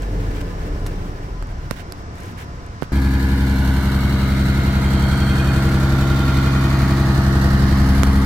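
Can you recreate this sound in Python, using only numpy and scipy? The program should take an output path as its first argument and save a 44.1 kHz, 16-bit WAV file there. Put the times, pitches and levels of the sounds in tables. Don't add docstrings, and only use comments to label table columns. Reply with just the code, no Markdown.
import sys
import numpy as np
from scipy import signal
from scipy.fft import rfft, irfft
from scipy.io import wavfile
from scipy.ndimage import uniform_filter1d, map_coordinates

SR = 44100
rng = np.random.default_rng(int(sys.argv[2]) if len(sys.argv) > 2 else 0)


def voltage_ratio(level):
    return 10 ** (np.asarray(level, float) / 20)


def generate_wav(signal):
    frames = np.transpose(np.atleast_2d(signal))
    scaled = np.clip(frames, -1, 1) * 32767
    pcm = np.round(scaled).astype(np.int16)
    wavfile.write(sys.argv[1], SR, pcm)


N = 363825
TIME = np.arange(N) / SR
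COARSE = TIME[::5]

# [t/s, f/Hz, level/dB]
TRUCK_TONE = [(0, 46.3, -26), (.3, 43, -23), (.7, 37.2, -28.5), (1.1, 31.6, -27), (1.5, 27.8, -43),
              (1.75, 26, -60)]
# [t/s, f/Hz, level/dB]
TRAILER_TONE = [(0.799, 49, -51), (1.1, 45.5, -48), (1.4, 38.46, -26), (1.7, 33.1, -33.5), (2, 31.3, -46)]
# [f/Hz, level/dB per Hz]
STREET_COLOUR = [(12, -44), (20, -10), (103, -12), (256, -19.5), (349, -16.5), (477, -19.5), (743, -23.5),
                 (824, -22), (988, -23.5), (1280, -22.5), (3360, -41.5), (5360, -38), (10000, -55.5),
                 (13000, -84), (22000, -120)]
# [f/Hz, width/Hz, level/dB, share of the fade]
BODY_HUMS = [(98.8, 8.23, -34.5, 1.7), (176.4, 8.2, -40, 1.44), (289.3, 19, -38, 1.6), (374, 20, -49, 1.4),
             (436, 22, -43, 2.5), (485, 22, -43.5, 2.3), (599, 30, -51, 2.3), (697, 27, -54.5, 0.15),
             (1012, 33, -54, 0.23), (1720, 90, -54, 1.5)]
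# [nearest t/s, level/dB, fade/dB per s squared]
PASSES = [
    (.45, -0.5, 10),
    (2.25, -9.5, 26),
]
# [level at a pass/dB, share of the fade, far city level/dB]
STREET_BANDS = [
    (-27.5, 0.82, -32),
    (-32.5, 0.93, -47.5),
    (-44, 1.8, -41.5),
]
# [f/Hz, likeness 0-1]
STREET_ALIKE = [(60, 0.96), (130, 0.98), (290, 1), (640, 0.7), (1410, 0.63), (3100, 0.27), (6820, 0.11),
                (15000, 0.1)]
# [f/Hz, level/dB per Hz]
CLOTH_COLOUR = [(1000, -17), (1500, 0), (2500, -4.5), (5000, -16), (9000, -17.5), (12000, -22),
                (16000, -23.5)]
# [t/s, length/s, level/dB, left-right/dB]
RUBS = [(0.018, 0.017, -59, 0), (0.189, 0.022, -61, 0), (.3, 0.021, -62, 0), (0.356, 0.015, -60, 0),
        (0.401, 0.016, -53, 0), (0.608, 0.031, -66, 0), (0.858, 0.026, -53, -2), (1.421, .015, -66, -8),
        (1.484, .04, -72, -8), (1.606, 0.14, -76, -3), (1.7, 0.048, -63, -18), (1.752, 0.067, -60.5, -18),
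        (2.165, 0.15, -68, -1), (2.368, 0.069, -54, -1), (2.812, 0.037, -63, -18)]
# [t/s, width/s, level/dB, left-right/dB]
SWEEPS = [
    (1.65, 0.06, -73, -12),
    (1.94, 0.051, -69, -8),
    (2.27, 0.1, -64, 0),
    (2.5, 0.09, -78, -4),
    (2.82, .05, -80, -10),
]
# [t/s, peak level/dB, left-right/dB]
TOUCHES = [(0.021, -31, -3), (0.868, -23.5, -2), (0.873, -33, -2), (1.4705, -40, -3), (2.155, -42, 0),
           (2.184, -38, 0), (2.203, -35, 2), (2.207, -38, 0), (2.227, -42, 0), (2.234, -33, 0),
           (2.258, -35, 0), (2.264, -38, 0), (2.281, -41, 0), (2.298, -46, 0), (2.314, -41, 0),
           (2.321, -45, 0), (2.372, -45, -1), (2.381, -38, -1), (2.403, -40, -1), (2.422, -41, -1),
           (2.444, -41, -1), (2.387, -37, -1), (2.416, -37, -1), (2.663, -37, -13), (2.816, -38, -11),
           (5.6902, -28, 1), (7.8897, -26, 3)]
# [t/s, crack peak level/dB, thump peak level/dB, thump f/Hz, left-right/dB]
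KNOCKS = [(0.8645, -19.5, -22, 4500, -2), (1.4255, -31, -25, 2500, -13), (1.9228, -19.5, -30, 7000, -13),
          (1.71, -22, -23, 4020, -24), (1.7104, -30, -15, 1910, -19.5), (1.7114, -24.5, -28, 2500, -25),
          (2.8234, -35, -15, 1070, -23), (2.8314, -34, -30, 3000, -21), (8.0336, -18, -9.5, 3300, -20),
          (8.0341, -17, -35, 2500, -23)]
SPRING_BACKS = [
    (1.7127, -43, -15.5, 910, -17),
    (2.8323, -50, -23, 650, -19),
    (8.0346, -40, -30, 1500, -15),
]
# [f/Hz, width/Hz, level/dB]
CASE_RINGS = [(400, 1060, -1), (1610, 650, 0), (3140, 2600, -8.5), (7060, 7000, -2.5), (12300, 3500, -6)]

# [t/s, firings per second/Hz]
FIRING_RATE = [(2.9, 66.7), (4.1, 66.77), (6, 66.83), (6.8, 67.06), (7.3, 67.2), (8.25, 67.2)]
# [t/s, extra panel echo path/m, nearness/dB, left-right/dB]
CAMERA_PATH = [(2.92, 0.047, -1.5, 2), (3.6, 0.31, -0.5, 0), (4.2, 0.48, -0.5, 1), (4.9, 0.54, -0.05, -1.5),
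               (5.6, 0.72, -1, 0), (6.3, 0.93, -2, -1.5), (6.9, 0.82, -1, -1), (7.3, 0.67, 0.7, -2.5),
               (7.7, 0.45, 2.5, -2.5), (8.25, 0.28, 2, 0.5)]
# [direct level/dB, panel echo strength 0-1, echo phase at the start/turns]
PANEL_ECHO = [(-12, 0.6, 0.37), (-18.5, 0.55, 0.43), (-28.5, 0.81, 0.7), (-29, 0.6, 0.036),
              (-33.5, 0.52, .13)]
SILENCER_PHASE = [-.01, -.08, .3, .2, .02]
# [multiple of the engine cycle, level against the firing note/dB]
UNEVEN_NOTES = [(1, -48), (2, -33), (3, -16), (4, -19), (5, -20), (6, 0), (7, -9), (8, -15), (9, -16),
                (10, -11), (11, -22), (12, -1), (13, -22), (14, -23), (15, -20), (16, -17), (17, -23),
                (18, -5), (19, -19), (20, -28), (21, -21), (22, -30), (23, -17), (24, -12), (25, -25),
                (26, -18), (27, -27), (28, -23), (29, -28), (30, -14)]
PIPE_PHASE = [(3, -.15), (5, 0), (7, -.04), (10, -.36), (11, -.8), (13, -.28), (14, -.62), (16, -.1),
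              (18, -.3), (26, -.45)]
# [f/Hz, early level/dB, late level/dB]
GEAR_NOTES = [(446, -53, -51), (468, -48, -52), (602, -47, -45), (669, -48, -45), (703, -51, -46),
              (803, -49, -47), (836, -48, -49), (935, -54, -52), (970, -48, -55), (1105, -60, -50),
              (1129, -54, -53), (1171, -62, -49), (1205, -62, -51), (1238, -60, -50), (1271, -53, -52),
              (1349, -55, -53), (1360, -55, -52), (1371, -55, -54), (1405, -56, -56), (1472, -51, -54),
              (1549, -50, -56), (1249, -55, -42.5), (1394, -55, -51), (1449, -52.5, -47), (1568, -51, -58),
              (1639, -50, -57), (1720, -49, -60), (1867, -62, -53), (2040, -53, -56.5), (2145, -53, -59),
              (2453, -59, -57)]
# [f/Hz, cycle angle 0-1, time to fall 60 dB/s]
STRUCK_PARTS = [(2110, .24, .06), (2130, .59, .05), (2460, .79, .07), (2465, .89, .1), (3200, .27, .04),
                (3220, .79, .05), (3190, .93, .05), (3090, .86, .07), (3680, .74, .07), (4000, .44, .05),
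                (4000, .74, .04), (4450, .74, .05), (4450, .89, .05)]
# [cycle angle 0-1, length 0-1 of a cycle, level/dB]
BURSTS = [(.765, 0.08, 7), (.94, 0.05, 5), (.1, 0.02, 5.5), (.265, 0.02, 8.5), (.435, .25, 5.5),
          (.6, 0.03, 3)]
# [f/Hz, share 0-1]
REPEAT_SHARE = [(400, 0.21), (800, 0.8), (1300, 0.71), (2000, 0.55), (3200, 0.38), (5500, 0.14),
                (9000, .05)]
# [f/Hz, level/dB per Hz]
CABINET_COLOUR = [(210, -16), (350, -3.5), (411, -15), (459, -3.5), (522, -13), (685, -7.5), (754, -13),
                  (830, -9.5), (1410, -9.5), (2100, -13.5), (2580, -21), (4380, -23), (5750, -28.5),
                  (14800, -35.5), (16000, -40)]
# [f/Hz, width/Hz, level/dB]
STEEL_RINGS = [(2150, 28, -11), (2350, 15, -21), (3020, 24, -14), (3630, 44, -12), (4300, 620, -3),
               (5440, 38, -24)]
# [f/Hz, level/dB per Hz]
FAN_COLOUR = [(12, -42), (20, -12), (45, -13.5), (75, -14), (206, -10), (392, -23), (500, -32.5),
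              (650, -58), (1100, -120)]
# [f/Hz, likeness 0-1]
ENGINE_ALIKE = [(60, 0.86), (130, 1), (290, 0.77), (640, 0.97), (1410, 0.76), (3100, 0.56), (6820, 0.34),
                (15000, 0.2)]
# [f/Hz, left-right/dB]
ENGINE_LEAN = [(60, 7), (180, 4), (550, 1), (1650, -0.5), (4970, -2), (15000, 6)]
# [t/s, width/s, f/Hz, width/octaves, level/dB]
GAPS = [(3.15, 0.42, 1710, 0.081, 7), (3.9, 0.41, 1500, .1, 3), (4.5, 0.37, 1460, .1, 3.5),
        (5.37, 0.52, 1530, 0.2, 5), (6.34, 0.53, 1413, 0.078, 7.5), (6.73, 1.8, 1100, 0.055, 3.5),
        (7.45, 0.16, 1840, 0.072, 5), (8.1, 0.25, 1580, .12, 3.5), (8, 0.34, 830, 0.25, 1.5),
        (3.1, 0.39, 610, 0.28, -5), (8.4, 0.26, 650, .25, -9), (5.2, .4, 3200, 0.04, 8.5),
        (5.45, 0.17, 2460, 0.036, 6.5), (5.2, 0.24, 4360, .06, 4), (6.4, .4, 3100, .06, 4.5),
        (7.2, 0.74, 3300, 0.26, -1), (6.3, 1.7, 870, 0.12, 2), (3.35, 0.46, 2300, 0.074, 5)]
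COLOUR_CHANGES = [(3.05, 0.27, 11040, 0.1, 1), (3.24, 0.2, 3350, 0.046, -5), (3.47, 0.25, 1240, 0.12, -6),
                  (3.56, 0.62, 950, 0.13, 2), (3.66, 0.37, 1500, 0.089, 3), (3.7, 0.4, 2460, 0.056, -9),
                  (3.75, 0.34, 11200, 0.24, 3.5), (3.8, 0.8, 2860, 0.045, 9.5), (3.8, 1.3, 8360, 0.045, 2.5),
                  (4.26, 0.45, 14360, 0.046, 3.7), (4.35, 0.36, 780, 0.23, -5), (4.4, 0.54, 567, 0.2, 1),
                  (4.4, 0.52, 3920, 0.05, 7), (4.4, 1.4, 5010, 0.05, -6), (4.49, 0.45, 2150, 0.083, 2.5),
                  (4.49, 1.4, 1800, 0.088, -3.5), (4.59, 1.6, 720, 0.17, 1.5), (4.86, 0.7, 1330, 0.11, 2.5),
                  (5.05, 0.21, 1130, 0.1, -2), (5.42, 0.45, 8720, 0.24, 3.5), (5.47, 0.25, 2580, 0.11, 2),
                  (5.47, 0.3, 11040, 0.1, 0.5), (6.12, 1, 900, 0.074, -1.5), (6.26, 0.36, 1610, 0.09, -3),
                  (6.3, 0.45, 3590, 0.054, 5), (6.68, 0.42, 2400, 0.12, 4.5), (6.68, 1.1, 6350, 0.11, 2),
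                  (6.82, 0.8, 3660, 0.15, 0), (6.86, 0.8, 1260, 0.12, 2.5), (7.05, 0.8, 8720, 0.2, -0.5),
                  (7.09, 1.3, 1860, 0.09, 3), (7.37, 0.8, 13780, 0.1, -1), (7.47, 0.54, 2250, 0.12, -5),
                  (7.79, 0.41, 1560, 0.16, 1), (7.79, 0.52, 5100, 0.27, 3.5), (7.98, 0.25, 2860, 0.085, 4),
                  (8.02, 0.29, 10150, 0.24, 4), (8.07, 0.25, 870, 0.2, 2.5)]
# [f/Hz, width/Hz, level/dB]
MIC_PORTS = [(2522, 95, -3.5), (5400, 810, 0.5), (9770, 970, -3.5), (11500, 900, 1.5)]

CLATTER_DB = -31.5


def unit(x):
    return x / np.sqrt(np.mean(x ** 2) + 1e-20)


def along(points, hz):
    f, v = np.transpose(points)
    return np.interp(np.log(hz + 1), np.log(f + 1), v)


def curves(rows, t=TIME):
    s, *cols = np.transpose(rows)
    return [np.interp(t, s, c) for c in cols]


def wobble(rate, t=TIME):
    count = int(N * rate / SR) + 4
    steps = np.arange(0, count - 1, .25)
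    return np.interp(t * rate, steps, map_coordinates(rng.standard_normal(count), [steps]))


def bell(t, s, width):
    return np.exp(-((t - s) / width) ** 2)


def sides(pan_db):
    return voltage_ratio([[pan_db / 2], [-pan_db / 2]])


def full_rate(x):
    return signal.resample_poly(x, 5, 1, axis=1)[:, :N]


def frames(pair):
    hz, t, z = signal.stft(pair.astype(np.float32), SR, nperseg=1024)
    return hz[:, None], t, z


def patches(z, bins, steps):
    field = rng.standard_normal(z.shape)
    return unit(uniform_filter1d(uniform_filter1d(field, bins, 1), steps, 2))


def stereo(hz, z, alike, pan_db, twist=0):
    turn = np.arccos(np.clip(along(alike, hz), -1, 1)) / 2
    mid, side = z[0] * np.cos(turn), z[1] * np.sin(turn)
    lean = voltage_ratio(pan_db / 2) * np.exp(-.5j * twist)
    pair = np.array([(mid + side) * lean, (mid - side) / lean])
    return signal.istft(pair, SR, nperseg=1024)[1][:, :N]


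def banded(hz, spectrum, centres_hz, edges_hz, levels_db):
    gain = voltage_ratio(along(spectrum, hz))
    shift_db = 0
    for row, db, lo, hi in zip(np.eye(len(levels_db)), levels_db, edges_hz, edges_hz[1:]):
        band_db = 10 * np.log10(np.mean(gain ** 2 * (hz > lo) * (hz < hi)))
        weight = np.interp(np.log(hz + 1), np.log(centres_hz), row)
        shift_db = shift_db + weight * (db - band_db)
    return gain * voltage_ratio(shift_db)


def street_levels(t):
    levels = []
    for pass_db, share, city_db in STREET_BANDS:
        passing = sum(voltage_ratio(pass_db + db - share * fade * (t - s) ** 2) for s, db, fade in PASSES)
        levels.append(20 * np.log10(np.hypot(voltage_ratio(city_db), passing)))
    return levels


def traffic():
    hz, t, z = frames(rng.standard_normal((2, N)))
    gain = banded(hz, STREET_COLOUR, [90, 400, 1500], [25, 200, 700, 4000], street_levels(t))
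    gusts = voltage_ratio(-1.2 + 1.53 * patches(z, bins=3, steps=8))
    ear_lag_s = 0.00035
    out = stereo(hz, z * gain * gusts, STREET_ALIKE, 0, 2 * np.pi * hz * ear_lag_s)
    for track in (TRUCK_TONE, TRAILER_TONE):
        pitch, db = curves(track)
        angle = 2 * np.pi * np.cumsum(pitch) / SR
        tone = np.sin(angle) + 0.22 * np.sin(2 * angle)
        out += np.sqrt(2) * voltage_ratio(db + 1.1 * wobble(5.5)) * (TIME < track[-1][0]) * tone
    leaving_db = street_levels(COARSE)[1] + 33
    hums = np.zeros((1, len(COARSE)))
    for hum_hz, width, db, share in BODY_HUMS:
        angle = 2 * np.pi * hum_hz * COARSE
        hum = wobble(width, COARSE) * np.sin(angle) + wobble(width, COARSE) * np.cos(angle)
        hums += voltage_ratio(db + share * leaving_db) * hum
    return out + full_rate(hums)


def rustle():
    held = np.clip(TIME - 0.53, 0, None)
    bed = voltage_ratio(-59 - 21 * held ** 2.8) + voltage_ratio(-70)
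    sweeps = sum(bell(TIME, s, width) * voltage_ratio(db) * sides(pan_db) for s, width, db, pan_db in SWEEPS)
    size = voltage_ratio(1.85 * wobble(31.43)) * (bed + sweeps)
    grain = voltage_ratio(1.3 * np.array([wobble(300), wobble(300)]) + 2.3 * wobble(90))
    for s, length, db, pan_db in RUBS:
        span = slice(round(s * SR), round((s + 1.5 * length) * SR))
        rise = (TIME[span] - s) / 0.013
        fall = (s + length - TIME[span]) / (0.39 * length) + .5
        stroke = np.clip(np.minimum(rise, fall), 0, 1)
        size[:, span] += grain[:, span] * stroke * voltage_ratio(db) * sides(pan_db)
    hz, t, z = frames(rng.standard_normal((2, N)))
    hiss = z * banded(hz, CLOTH_COLOUR, [10000], [8000, 15500], [0])
    return size * stereo(hz, hiss, [(1000, 0.04)], 0)


def taps():
    out, t = np.zeros((2, N + SR)), np.arange(SR // 10) / SR
    hz = np.fft.rfftfreq(len(t), 1 / SR)
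    case = 0
    for k, (c, w, db) in enumerate(CASE_RINGS):
        case = case + (-1) ** k * voltage_ratio(db) * 1j * hz * w / (c * c - hz * hz + 1j * hz * w)
    hits = [(s, db, db - 15, 750, pan, 0.017, 1) for s, db, pan in TOUCHES]
    for rows, way in ((KNOCKS, 1), (SPRING_BACKS, -1)):
        for row in rows:
            t60 = 0.0031 * voltage_ratio(-0.33 * (row[2] + 24))
            hits.append((*row, t60, way))
    for s, db, thump_db, thump_hz, pan_db, t60, way in hits:
        crack = rng.standard_normal(len(t)) * voltage_ratio(-60 * t / t60)
        crack = irfft(rfft(crack) * case, len(t))
        beats = thump_hz * t
        push = np.sin(2 * np.pi * 0.45 * np.log(1 + 2.8 * beats)) * np.exp(-beats / 3)
        push += voltage_ratio(-23.5 - 60 * t / 0.015) * np.sin(2 * np.pi * 1320 * t)
        hit = voltage_ratio(db - 1) * crack / np.abs(crack).max() + way * voltage_ratio(thump_db) * push
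        start = round(s * SR)
        out[:, start:start + len(t)] += hit * sides(pan_db)
    return out[:, :N]


def cycle():
    return np.cumsum(curves(FIRING_RATE)[0]) / SR / 6 + .905


def firing_levels(path_m, near_db):
    turn = path_m * FIRING_RATE[1][1] / 343
    levels = []
    for k, (db, echo, phase) in enumerate(PANEL_ECHO):
        both = abs(1 + echo * np.exp(2j * np.pi * (phase + (k + 1) * turn)))
        levels.append(db + near_db + 20 * np.log10(both))
    return levels


def order(k, turns, level_db, lead, spread):
    angle = 2 * np.pi * (k * turns[::5] + lead + 0.0039 * wobble(1.43, COARSE))
    ports = np.array([[-1], [1]]) * (0.0019 * k + spread * wobble(0.95, COARSE))
    return np.sqrt(2) * voltage_ratio(level_db) * np.cos(angle + ports)


def exhaust(turns):
    path_m, near_db, _ = curves(CAMERA_PATH, COARSE)
    firing_db = firing_levels(path_m, near_db)
    mean_db = np.mean(firing_db[:3], axis=0) + 2
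    early = .3 * np.clip(path_m - .36, 0, 1)
    strong_cylinder = .935
    out = 0
    for k, db in UNEVEN_NOTES:
        beat = int(k) // 6
        if k % 6 == 0:
            lead = (beat > 1) * beat * early + SILENCER_PHASE[beat - 1]
            level_db = firing_db[beat - 1] + 0.47 * wobble(6, COARSE)
            out = out + order(k, turns, level_db, lead, spread=0.02)
        else:
            pipe = np.interp(k, *np.transpose(PIPE_PHASE))
            scatter = .1 * (rng.random() - .5)
            lead = k * (early / 6 - strong_cylinder) - .5 + pipe + scatter
            level_db = (mean_db if k < 20 else mean_db.mean()) + db + 1.27 * wobble(1.15, COARSE)
            out = out + order(k, turns, level_db, lead, spread=0.07)
    return full_rate(out * sides(.4))


def gaps_db(hz, t):
    s, width, centre_hz, octaves, db = np.transpose(list(GAPS) + list(COLOUR_CHANGES))
    colour_db = db * bell(np.log2((hz + 1) / centre_hz), 0, octaves)
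    return colour_db @ bell(t, s[:, None], width[:, None])


def whine(turns):
    late = np.clip((COARSE - 4) / 3, 0, 1)
    lifts_db = gaps_db(np.array(GEAR_NOTES)[:, :1], COARSE[::40])
    lifts_db = lifts_db.repeat(40, axis=1)[:, :len(COARSE)]
    out = 0
    for (hz, early_db, late_db), lift_db in zip(GEAR_NOTES, lifts_db):
        level_db = early_db + late * (late_db - early_db) + 1.37 * lift_db + 1.06 * wobble(1.51, COARSE)
        k = round(hz * 6 / 66.9)
        out = out + order(k, turns, level_db, rng.random(), spread=0.36)
    return full_rate(out)


def pings(turns):
    out, count = 0, int(turns[-1]) + 3
    cycle_times = np.interp(np.arange(count), turns, TIME)
    lifts_db = 1.5 * gaps_db(np.array(STRUCK_PARTS)[:, :1], cycle_times)
    for (hz, at, t60), lift_db in zip(STRUCK_PARTS, lifts_db):
        since = (turns - at) % 1 * 6 / FIRING_RATE[0][1]
        blow = voltage_ratio(lift_db + 1.3 * rng.standard_normal((2, count)))
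        fade = (1 - np.exp(-since / 0.0054)) * np.exp(-np.log(1000) * since / t60)
        ring = np.sin(2 * np.pi * hz * since) * fade
        out = out + blow[:, (turns - at + 1).astype(int)] * ring
    return out * voltage_ratio(-38)


def clatter_level(t):
    path_m, near_db, _ = curves(CAMERA_PATH, t)
    return CLATTER_DB + 6 * path_m + 0.83 * near_db


def pattern(turns, drift):
    size = round(6 * SR / FIRING_RATE[0][1])
    slow = TIME * drift
    knot, mix = slow.astype(int), slow % 1 * np.pi / 2
    table = rng.standard_normal((2, knot[-1] + 2, size))
    at = (turns % 1 * size).astype(int)
    return table[:, knot, at] * np.cos(mix) + table[:, knot + 1, at] * np.sin(mix)


def clatter(turns):
    angle = turns % 1
    swell_db = sum(db * np.exp(-((angle - a) % 1) / w) for a, w, db in BURSTS)
    swell_db = signal.fftconvolve(swell_db * (1 + 0.12 * wobble(11)), np.hanning(200) / 100, "same")
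    fresh = rng.standard_normal((2, N))
    hz, t, knock = frames(unit(pattern(turns, 0.9) * voltage_ratio(0.41 * swell_db)))
    quick = frames(unit(pattern(turns, 2.2) * voltage_ratio(0.3 * swell_db)))[2]
    knock = np.where(hz < 1300, knock, quick)
    mild = frames(unit(fresh * voltage_ratio(0.1 * swell_db)))[2]
    strong = frames(unit(fresh * voltage_ratio(1.45 * swell_db)))[2]
    bright = np.clip(np.log(hz / 1500 + 1e-9) / 1.74, 0, 1)
    share = along(REPEAT_SHARE, hz)
    z = np.sqrt(share) * knock + np.sqrt(1 - share) * (mild + bright * (strong - mild))

    level, pan_db = clatter_level(t), curves(CAMERA_PATH, t)[2]
    upper = level - 8.5 - 2 * np.clip((t - 7) / 0.31, 0, 1)
    top = -42.5 + 0.62 * (level - CLATTER_DB)
    z = z * banded(hz, CABINET_COLOUR, [1500, 3800, 9000], [400, 2500, 6000, 15500], [level, upper, top])
    vent_db = gaps_db(hz, t) - 2
    for c, w, db in STEEL_RINGS:
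        vent_db = vent_db + (5 + 0.15 * db) / (1 + ((hz - c) / (w / 2 + 20)) ** 2)
    echoes_db = patches(z, bins=3, steps=40)
    echo_twist = 0.84 * np.clip(hz / 1000, 0, 3) * patches(z[:1], bins=8, steps=50)[0]
    twist = 2 * np.pi * hz * .00009 + echo_twist
    swing = np.clip(hz / 2500, 0, 1) * (pan_db - pan_db.mean())
    return stereo(hz, z * voltage_ratio(vent_db + echoes_db), ENGINE_ALIKE, along(ENGINE_LEAN, hz) + swing, twist)


def fan():
    hz, t, z = frames(rng.standard_normal((2, N)))
    gain = voltage_ratio(along(FAN_COLOUR, hz) + patches(z, bins=3, steps=10))
    air = stereo(hz, z * gain, ENGINE_ALIKE, .3)
    return voltage_ratio(-28 + 0.76 * (clatter_level(TIME) + 29)) * unit(air)


def scene():
    street = traffic() + rustle()
    touches = taps()
    turns = cycle()
    running = exhaust(turns) + whine(turns) + pings(turns) + clatter(turns) + fan()
    change_s, blend_s = 2.92, .0007
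    splice = np.clip((TIME - change_s) / blend_s + .5, 0, 1)
    return (1 - splice) * street + splice * running + touches


def roll_off(x):
    return signal.sosfilt(signal.butter(12, 16680, fs=SR, output="sos"), x)


def record(dry):
    hz = np.fft.rfftfreq(N, 1 / SR)
    colour = voltage_ratio(sum(db * bell(hz, c, w) for c, w, db in MIC_PORTS))
    edge = np.clip((16150 - hz) / 300, 0, 1)
    mix = np.clip(irfft(rfft(dry) * colour * edge, N), -1, 1)
    return roll_off(mix)


dry = scene()
out = record(dry)
generate_wav(out)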